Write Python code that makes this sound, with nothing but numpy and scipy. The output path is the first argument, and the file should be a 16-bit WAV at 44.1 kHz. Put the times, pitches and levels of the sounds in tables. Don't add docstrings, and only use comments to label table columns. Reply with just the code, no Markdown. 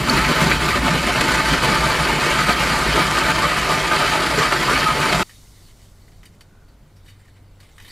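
import sys
import numpy as np
from scipy import signal
from scipy.fft import rfft, irfft, next_fast_len
from scipy.io import wavfile
from scipy.ndimage import uniform_filter1d, map_coordinates

SR = 44100
rng = np.random.default_rng(int(sys.argv[2]) if len(sys.argv) > 2 else 0)


def wav_out(sig):
    wavfile.write(sys.argv[1], SR, np.round(np.clip(np.atleast_2d(sig).T, -1, 1) * 32767).astype(np.int16))


N = 349139
TIME_S = np.arange(N) / SR
JUMP_S = 5.231

# (pitch_hz, width_hz, level_db)
CAN_MODES = [(1810, 55, -9), (1980, 70, -7), (2260, 60, -8), (2500, 50, -8), (2910, 45, -4), (3040, 25, 0),
             (3725, 28, -1), (4500, 45, -4), (4750, 53, -8), (5600, 35, -7), (6780, 25, -7),
             (7910, 20, -10), (8110, 24, -7), (9310, 35, -7), (11300, 60, -8), (12600, 90, -8)]
# (pitch_hz, level_db per Hz)
PLATE_SLOPE = [(160, -48), (280, -9), (806, -12.5), (874, -8.5), (1210, -5), (1660, -5), (4500, -16),
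               (5850, -46.5), (9900, -120)]
# (pitch_hz, width_hz, level_db)
PLATE_MODES = [(345, 22, 8), (388, 18, 11), (460, 24, 7.5), (510, 18, 8), (581, 20, 11.5), (636, 18, 13),
               (713, 24, 12), (795, 30, 5), (880, 18, 15), (1014, 26, 8), (1187, 20, 6), (1245, 26, 5.5),
               (1330, 170, 3.5), (1500, 36, 6), (1574, 18, 7), (1795, 45, 6), (1962, 36, 6), (2160, 50, 8),
               (2280, 45, 6.5), (2335, 22, 8.5), (2525, 60, 5), (2605, 35, 6), (2820, 45, 4), (2970, 60, 5),
               (3058, 29, 8), (3215, 90, 5)]
# (pitch_hz, level_db per Hz)
CHIP_SLOPE = [(2240, -25.5), (3800, -0.5), (4620, -1), (6200, -7), (9590, -10), (12600, -21.5),
              (15200, -26.5), (15700, -38)]
# (pitch_hz, width_hz, level_db)
CUP_MODES = [(4600, 610, 1), (7240, 620, 1.5), (9460, 190, 1.5), (11360, 390, 4.5), (12240, 360, 6.5)]
# (pitch_hz, level_db per Hz)
DRUM_SLOPE = [(70, -42), (95, -7), (130, -1), (152, 4.5), (180, -1.5), (260, -6.5), (380, -12.5),
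              (520, -41)]


def amp(db):
    return 10 ** (np.asarray(db) / 20)


def unit(x):
    return x / np.sqrt(np.mean(x ** 2) + 1e-20)


def along(points, hz):
    f, v = np.transpose(points)
    return np.interp(np.log(hz + 1), np.log(f + 1), v)


def curves(rows):
    s, *cols = np.transpose(rows)
    return [np.interp(TIME_S, s, c) for c in cols]


def wobble(rate):
    knots = rng.standard_normal(int(N * rate / SR) + 4)
    return map_coordinates(knots, [np.arange(N) * rate / SR])


def coloured(x, gain):
    m = 2 * next_fast_len(N // 2 + 8192)
    cep = irfft(np.log(gain(np.fft.rfftfreq(m, 1 / SR)) + 1e-6), m)
    cep[1:m // 2] *= 2
    cep[m // 2 + 1:] = 0
    return irfft(rfft(x, m) * np.exp(rfft(cep)), m)[..., :N]


def body(slope, modes=()):
    def peaks(hz):
        return sum(amp(2 * db) / (1 + (2 * (hz - c) / w) ** 2) for c, w, db in modes)
    return lambda hz: amp(along(slope, hz)) * np.sqrt(1 + peaks(hz))


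def noise():
    return rng.standard_normal(N)


def grains(rate, spread_db, hiss):
    sizes = amp(spread_db * rng.exponential(size=N))
    hits = (rng.random(N) < rate / SR) * noise() * sizes
    return unit(hits) + hiss * noise()


def narrow(hz, width_hz):
    turns = np.exp(2j * np.pi * np.cumsum(hz * np.ones(N)) / SR)
    swing = (wobble(width_hz) + 1j * wobble(width_hz)) * turns
    return unit(swing.real)


def patchy(x, depth_db, size=256, count=12):
    z = signal.stft(x, nperseg=size)[2]
    field = uniform_filter1d(rng.standard_normal(z.shape), size=4, axis=0)
    field = uniform_filter1d(field, size=count, axis=1)
    return signal.istft(z * amp(depth_db * unit(field)), nperseg=size)[1][:N]


def van_background():
    # (pitch_hz, level_db per Hz)
    rumble_slope = [(15, -4.5), (30, 0.5), (55, -1.5), (70, -9.5), (120, -8.5), (326, -19.5), (1200, -31),
                    (1800, -59)]
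    # (pitch_hz, width_hz, level_db)
    hum_tones = [(95.5, 10, -53), (151, 12, -66)]
    # (pitch_hz, level_db per Hz)
    air_slope = [(180, -15), (300, -2), (1120, -8), (1440, -4), (1730, -8.5), (15600, -29)]
    # middle_s, length_s, pitch_hz, level_db
    whistle_tone = (6.58, .16, 1460, -66)
    rumble = amp(-49.5 + 1.25 * wobble(4)) * unit(coloured(noise(), body(rumble_slope)))
    hum = sum(amp(db) * narrow(hz, width) for hz, width, db in hum_tones)
    air = amp(-64) * unit(coloured(noise(), body(air_slope)))
    middle_s, length_s, hz, db = whistle_tone
    swell = np.exp(-((TIME_S - middle_s) / length_s) ** 2)
    whistle = amp(db) * swell * narrow(hz, width_hz=250)
    return rumble + hum + air + whistle


def thud():
    # start_s, pitch_hz, lowest tone's unscaled 60 dB fade_s, level_db before overtone scaling
    step = (5.385, 48, .3, -43)
    start_s, hz, fade_s, db = step
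    t = np.maximum(TIME_S - start_s, 0)
    tones = 0
    for k in (1, 3.1, 5.2):
        fade = amp(-60 * t * k ** 0.46 / fade_s - 1.8 * k)
        tones = tones + fade * np.sin(2 * np.pi * k * hz * t)
    return amp(db) * tones


def spray():
    # (pitch_hz, level_db per Hz)
    jet_slope = [(1800, -29), (3500, -2), (6000, 1), (9500, -2.5), (15600, -10.5)]
    # pitch_hz at the jump, sinking_hz per s, width_hz, level_db against the spray
    nozzle_note = (9400, 2100, 700, -12)
    start_db, fade_db_per_s = -52, 15
    spray_db = start_db - fade_db_per_s * np.maximum(TIME_S - JUMP_S, 0)
    jet_modes = [(hz, width, db + 9) for hz, width, db in CAN_MODES]
    jet = amp(spray_db) * unit(coloured(noise(), body(jet_slope, jet_modes)))
    note_hz, sinks, width, note_db = nozzle_note
    note = amp(spray_db + note_db) * narrow(note_hz - sinks * (TIME_S - JUMP_S), width)
    return jet + note


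def rustle():
    # (start_s, level_db)
    hand_level = [(5.24, -55.5), (5.5, -62.5), (5.68, -54), (5.75, -67.5), (5.83, -54.5), (5.92, -67.5),
                  (6.15, -62), (6.4, -69.5), (6.8, -69.5), (7.1, -62.5), (7.55, -68), (7.66, -58.5),
                  (7.75, -59), (7.92, -46.5)]
    # (pitch_hz, level_db per Hz)
    rub_slope = [(600, -19.5), (1000, -10), (1500, -17.5), (2100, -4.5), (2500, -12.5), (4500, -3),
                 (6000, -8.5), (7800, -6.5), (10000, -11.5), (15600, -16)]
    rustle_db, = curves(hand_level)
    held_modes = [(hz, 1.5 * width, db + 5) for hz, width, db in CAN_MODES]
    rub = patchy(grains(3000, spread_db=1.2, hiss=1.0), depth_db=3.5)
    rub = coloured(rub, body(rub_slope, held_modes))
    low = coloured(rub, lambda hz: 1 / np.sqrt(1 + (hz / 4000) ** 6))
    return amp(rustle_db) * (unit(low) + unit(rub - low))


def can():
    # (start_s, level_db, rise_ms, ring_db against scrape, strongest_hz)
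    touches = [(5.292, -35.5, 1.7, -3, 1980), (5.31, -53.5, 3, -7.5, 2980), (6.079, -44, 1, -12, 2000),
               (6.118, -47.5, 1, -7, 4900), (6.231, -37, 0.54, -7, 2010), (6.254, -43, 1.3, 5.5, 9300),
               (6.34, -49, 1.1, -10, 4500), (6.408, -34, 0.27, -8, 4660), (6.68, -51, 8, -9, 4470),
               (6.955, -47, 12, -13, 5400), (7.04, -55.5, 12, -1, 8000), (7.058, -46.5, 9.1, -3, 3750),
               (7.075, -45.5, 11, -3, 2400), (7.085, -60.5, 14, 4, 7600), (7.095, -51, 7.3, -10, 2000),
               (7.19, -48, 8, -16, 1900), (7.25, -48, 5, -16, 2000), (7.275, -49, 8, -10, 1850),
               (7.362, -47, 2.2, -13, 2470), (7.6, -37, 4.3, -10, 4500), (7.625, -43, 7.1, -14, 3000),
               (7.78, -36, .6, -2, 1900), (7.799, -38.5, .8, -3.5, 2900), (7.823, -41.5, 1, -4.5, 5000),
               (7.848, -39.5, .6, -5, 1900), (7.88, -39.5, .6, 0.5, 4500), (7.902, -44.5, 4, -0.5, 3100)]
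    # (pitch_hz, level_db per Hz)
    scrape_slope = [(410, -38), (700, -9), (1260, -4.5), (1880, -3.5), (4650, -12.5), (8570, -12),
                    (13000, -21), (15600, -26)]
    shortest_fade_s, slow_tails = 0.089, 6
    brightens_db = 1.5
    grip = 0.5
    ring_dulls_db = 3.5
    slide_frees_db = 0.3
    out, t = np.zeros(N + SR), np.arange(SR // 3) / SR
    hz = np.fft.rfftfreq(len(t), 1 / SR)
    grit = unit(np.resize(grains(6000, spread_db=0.7, hiss=1.4), N + SR))
    for start_s, db, rise_ms, ring_db, spot_hz in touches:
        start, rise_s = round(start_s * SR), rise_ms / 1000
        fade_s = shortest_fade_s + slow_tails * rise_s
        fade = amp(db - 60 * np.maximum(t - rise_s, 0) / fade_s)
        attack = np.minimum(t / rise_s, 1)
        scrape = rfft(fade * attack * grit[start:][:len(t)], len(t))
        modes = 0
        for c, width, level_db in CAN_MODES:
            dull_db = (ring_dulls_db - slide_frees_db * rise_ms) * np.log2(c / 3000)
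            strength = amp(level_db + rng.normal(0, 1.9) - dull_db)
            held_width = width * (1 + grip * rng.random())
            modes = modes + strength * 1j * hz * width / (c * c - hz * hz + 1j * hz * held_width)
        spot = np.exp(-(np.log2((hz + 100) / spot_hz) / 0.2) ** 2)
        bright_db = brightens_db * np.log2(spot_hz / 3200)
        tilt = amp(bright_db * np.log2((hz + 100) / 3000) + 5.1 * spot)
        direct = amp(along(scrape_slope, hz) - slide_frees_db * rise_ms * (0.5 - spot))
        ring = amp(ring_db + 9.5 + 2.9 * spot) * modes
        out[start:][:len(t)] += irfft(scrape * tilt * (direct + ring), len(t))
    return out[:N]


def catches():
    # (start_s, level_db, saw cup level_db against plate)
    caught_teeth = [(0.0744, -12.5, -19.5), (0.097, -15, -4.5), (0.5139, -1.5, -44), (0.9091, -10, -15.5),
                    (1.2102, -6.5, -7), (4.124, -19, -15), (4.5228, -7, -13.5), (5.126, -4.5, -14.5)]
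    fade_s = 0.045
    low, high, t = np.zeros(N + SR), np.zeros(N + SR), np.arange(SR // 10) / SR
    for start_s, db, cup_db in caught_teeth:
        start = round(start_s * SR)
        burst = amp(db + 5.5 - 60 * t / fade_s) * rng.standard_normal(len(t))
        low[start:][:len(t)] += burst
        high[start:][:len(t)] += amp(cup_db) * burst
    plate, drum = body(PLATE_SLOPE, PLATE_MODES), body(DRUM_SLOPE)
    stove = coloured(low[:N], lambda hz: plate(hz) + amp(-5) * drum(hz))
    return stove + coloured(high[:N], body(CHIP_SLOPE, CUP_MODES))


def squeals():
    # (middle_s, length_s, pitch_hz at the middle before drift, level_db)
    squeal_list = [(0.098, 0.007, 4430, -10.5), (0.144, 0.045, 907, -19.5), (0.294, 0.057, 252, -21.5),
                   (0.69, 0.04, 1200, -19), (0.737, 0.05, 1220, -18.5), (0.93, 0.06, 1210, -20.5),
                   (1.19, .04, 1200, -24), (0.845, 0.05, 254, -17.5), (1.395, 0.042, 1212, -19),
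                   (1.533, 0.045, 276, -17), (1.624, 0.035, 1224, -20.5), (1.758, 0.057, 1182, -20.5),
                   (1.841, 0.043, 882, -22), (2.099, 0.038, 897, -17), (2.403, 0.046, 1246, -15),
                   (2.499, 0.04, 1240, -21.5), (2.6, 0.05, 882, -20.5), (2.616, 0.035, 1200, -21.5),
                   (2.743, 0.045, 880, -19), (2.834, 0.06, 1240, -25), (2.957, 0.04, 418.5, -17),
                   (2.99, 0.052, 341, -18.5), (3.178, 0.034, 1225, -22), (3.439, 0.055, 1179, -17),
                   (3.71, 0.035, 1195, -16.5), (3.927, 0.06, 1220, -17), (4.146, 0.038, 890, -17),
                   (4.391, 0.034, 434, -16.5), (4.422, 0.031, 1173, -13.5), (4.524, 0.022, 1307, -14),
                   (4.684, 0.033, 1180, -17.5), (4.721, 0.03, 412, -19.5), (4.887, 0.09, 1264, -13)]
    out, drift = np.zeros(N), 0.01 * wobble(40)
    slow_rasp = 0.6 * (wobble(70) + 1j * wobble(70))
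    fast_rasp = 0.45 * (wobble(260) + 1j * wobble(260))
    rasp = 1 + slow_rasp + fast_rasp
    for middle_s, length_s, hz, db in squeal_list:
        first = max(round((middle_s - length_s) * SR), 0)
        span = slice(first, round((middle_s + 1.5 * length_s) * SR))
        u = (TIME_S[span] - middle_s) / length_s
        swell = np.exp(-np.where(u < 0, 7, 4) * u ** 2)
        held = np.sqrt(np.sum(swell ** 2) / np.sum(np.abs(swell * rasp[span]) ** 2))
        pitch_hz = hz * (1 + drift[span] - 0.023 * u)
        tone = rasp[span] * np.exp(2j * np.pi * np.cumsum(pitch_hz) / SR)
        out[span] += amp(db) * held * swell * tone.imag
    return out


def binds():
    # (peak_s, height_db)
    surge_list = [(.18, 2.5), (.3, 1.5), (0.419, 3), (.69, 2.5), (.845, 1.5), (.92, 1), (1.075, 2),
                  (1.19, 1), (1.29, 3), (1.53, 2), (1.64, 3.5), (1.845, 2), (2.25, 2.5), (2.4, 1.5),
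                  (2.495, 3), (2.61, 2.5), (2.98, 2), (3.175, 2.5), (3.29, 2.5), (3.715, 3), (3.924, 1),
                  (4.13, 2.5), (4.39, 1.5), (4.74, 2)]
    # (middle_s, depth_db)
    lull_list = [(.55, 2), (.585, 3.5), (.806, 4.5), (1.43, 3), (1.61, 2.5), (2.556, 2.5), (3.33, 3.5),
                 (3.37, 1), (4.502, 2.5), (4.585, 3)]
    rise_s, fall_s, lull_s = 0.011, 0.026, 0.017
    t = np.arange(0, JUMP_S, 0.002)
    surges = sum(db * np.exp(-((t - s) / np.where(t < s, rise_s, fall_s)) ** 2) for s, db in surge_list)
    lulls = sum(db * np.exp(-((t - s) / lull_s) ** 2) for s, db in lull_list)
    return np.interp(TIME_S, t, surges - lulls)


def saw():
    # (start_s, plate level_db)
    load = [(0.0, -24.5), (0.071, -23), (0.076, -19), (0.45, -19.5), (1.0, -20), (1.35, -19), (2.0, -19),
            (2.45, -19), (3.6, -20), (4.3, -19), (5.226, -19.5)]
    # (start_s, deep boom level_db, drum level_db)
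    stove_levels = [(0.0, -31.5, -19.5), (0.15, -31.5, -24), (1.3, -31.5, -26.5), (3.7, -36.5, -30),
                    (4.8, -37.5, -29), (5.226, -35.5, -26.5)]
    # (pitch_hz, level_db per Hz)
    boom_slope = [(20, -23.5), (38, -7.5), (48, -4), (57, 4.5), (66, -3.5), (82, -16), (110, -56)]
    chip_db = -29
    drum_follows, chatter_follows = 1.08, 0.47
    load_db, = curves(load)
    plate_db = load_db + binds() + 0.53 * wobble(14)
    boom_db, drum_db = curves(stove_levels)
    surge_db = plate_db - uniform_filter1d(plate_db, size=SR // 2)

    clumps = amp(0.15 * wobble(35) + 0.87 * wobble(90))
    bites = patchy(clumps * grains(6000, spread_db=1.5, hiss=0.96), depth_db=1.13)
    bites = patchy(bites, depth_db=1.8, size=2048, count=2)
    swarf = patchy(clumps * grains(6000, spread_db=0.0, hiss=1.0), depth_db=1.5)

    plate = amp(plate_db - 0.26) * unit(coloured(bites, body(PLATE_SLOPE, PLATE_MODES)))
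    chip_level_db = chip_db + plate_db - np.median(load_db[:round(JUMP_S * SR)])
    chips = amp(chip_level_db) * unit(coloured(swarf, body(CHIP_SLOPE, CUP_MODES)))
    boom = amp(boom_db + 3) * unit(coloured(noise(), body(boom_slope)))
    drum_level_db = drum_db + drum_follows * surge_db + 0.46 * wobble(1.9)
    drum = amp(drum_level_db) * unit(coloured(bites, body(DRUM_SLOPE)))
    chatter_db = plate_db - 13.5 + chatter_follows * surge_db + 1.5 * wobble(18)
    chatter = amp(chatter_db) * narrow(1235 + 38 * wobble(9), width_hz=40)
    return plate + chips + boom + drum + chatter


def scene():
    # (pitch_hz, level_db)
    side_slope = [(60, -26), (250, -28.5), (500, -24), (1200, -31.5), (2400, -24.5), (5000, -19.5),
                  (9000, -17), (15000, -17)]
    before = np.clip((JUMP_S - TIME_S) / 0.004 + 0.5, 0, 1)
    drilling = saw() + squeals() + catches()
    quiet_van = van_background() + rustle() + spray() + can() + thud()
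    mid = before * drilling + (1 - before) * quiet_van
    z = signal.stft(mid, nperseg=256)[2]
    random_phase = np.exp(2j * np.pi * rng.random(z.shape))
    side_noise = signal.istft(z * random_phase, nperseg=256)[1][:N]
    side = amp(2) * coloured(patchy(side_noise, depth_db=3.5), body(side_slope))
    return np.array([mid + side, mid - side]) * amp([[-0.05], [0.05]])


def record(dry):
    hiss_db, top_hz = -66, 15600
    hiss = coloured(rng.standard_normal(dry.shape), lambda hz: (1 + hz / 1000) ** -0.25)
    dry = dry + amp(hiss_db) * hiss
    soft = dry / (1 + np.abs(dry / 0.85) ** 4) ** (1 / 4)
    m = next_fast_len(N + 8192)
    keep_band = np.fft.rfftfreq(m, 1 / SR) < top_hz
    return irfft(rfft(soft, m) * keep_band, m)[:, :N]


dry = scene()
out = record(dry)
wav_out(out)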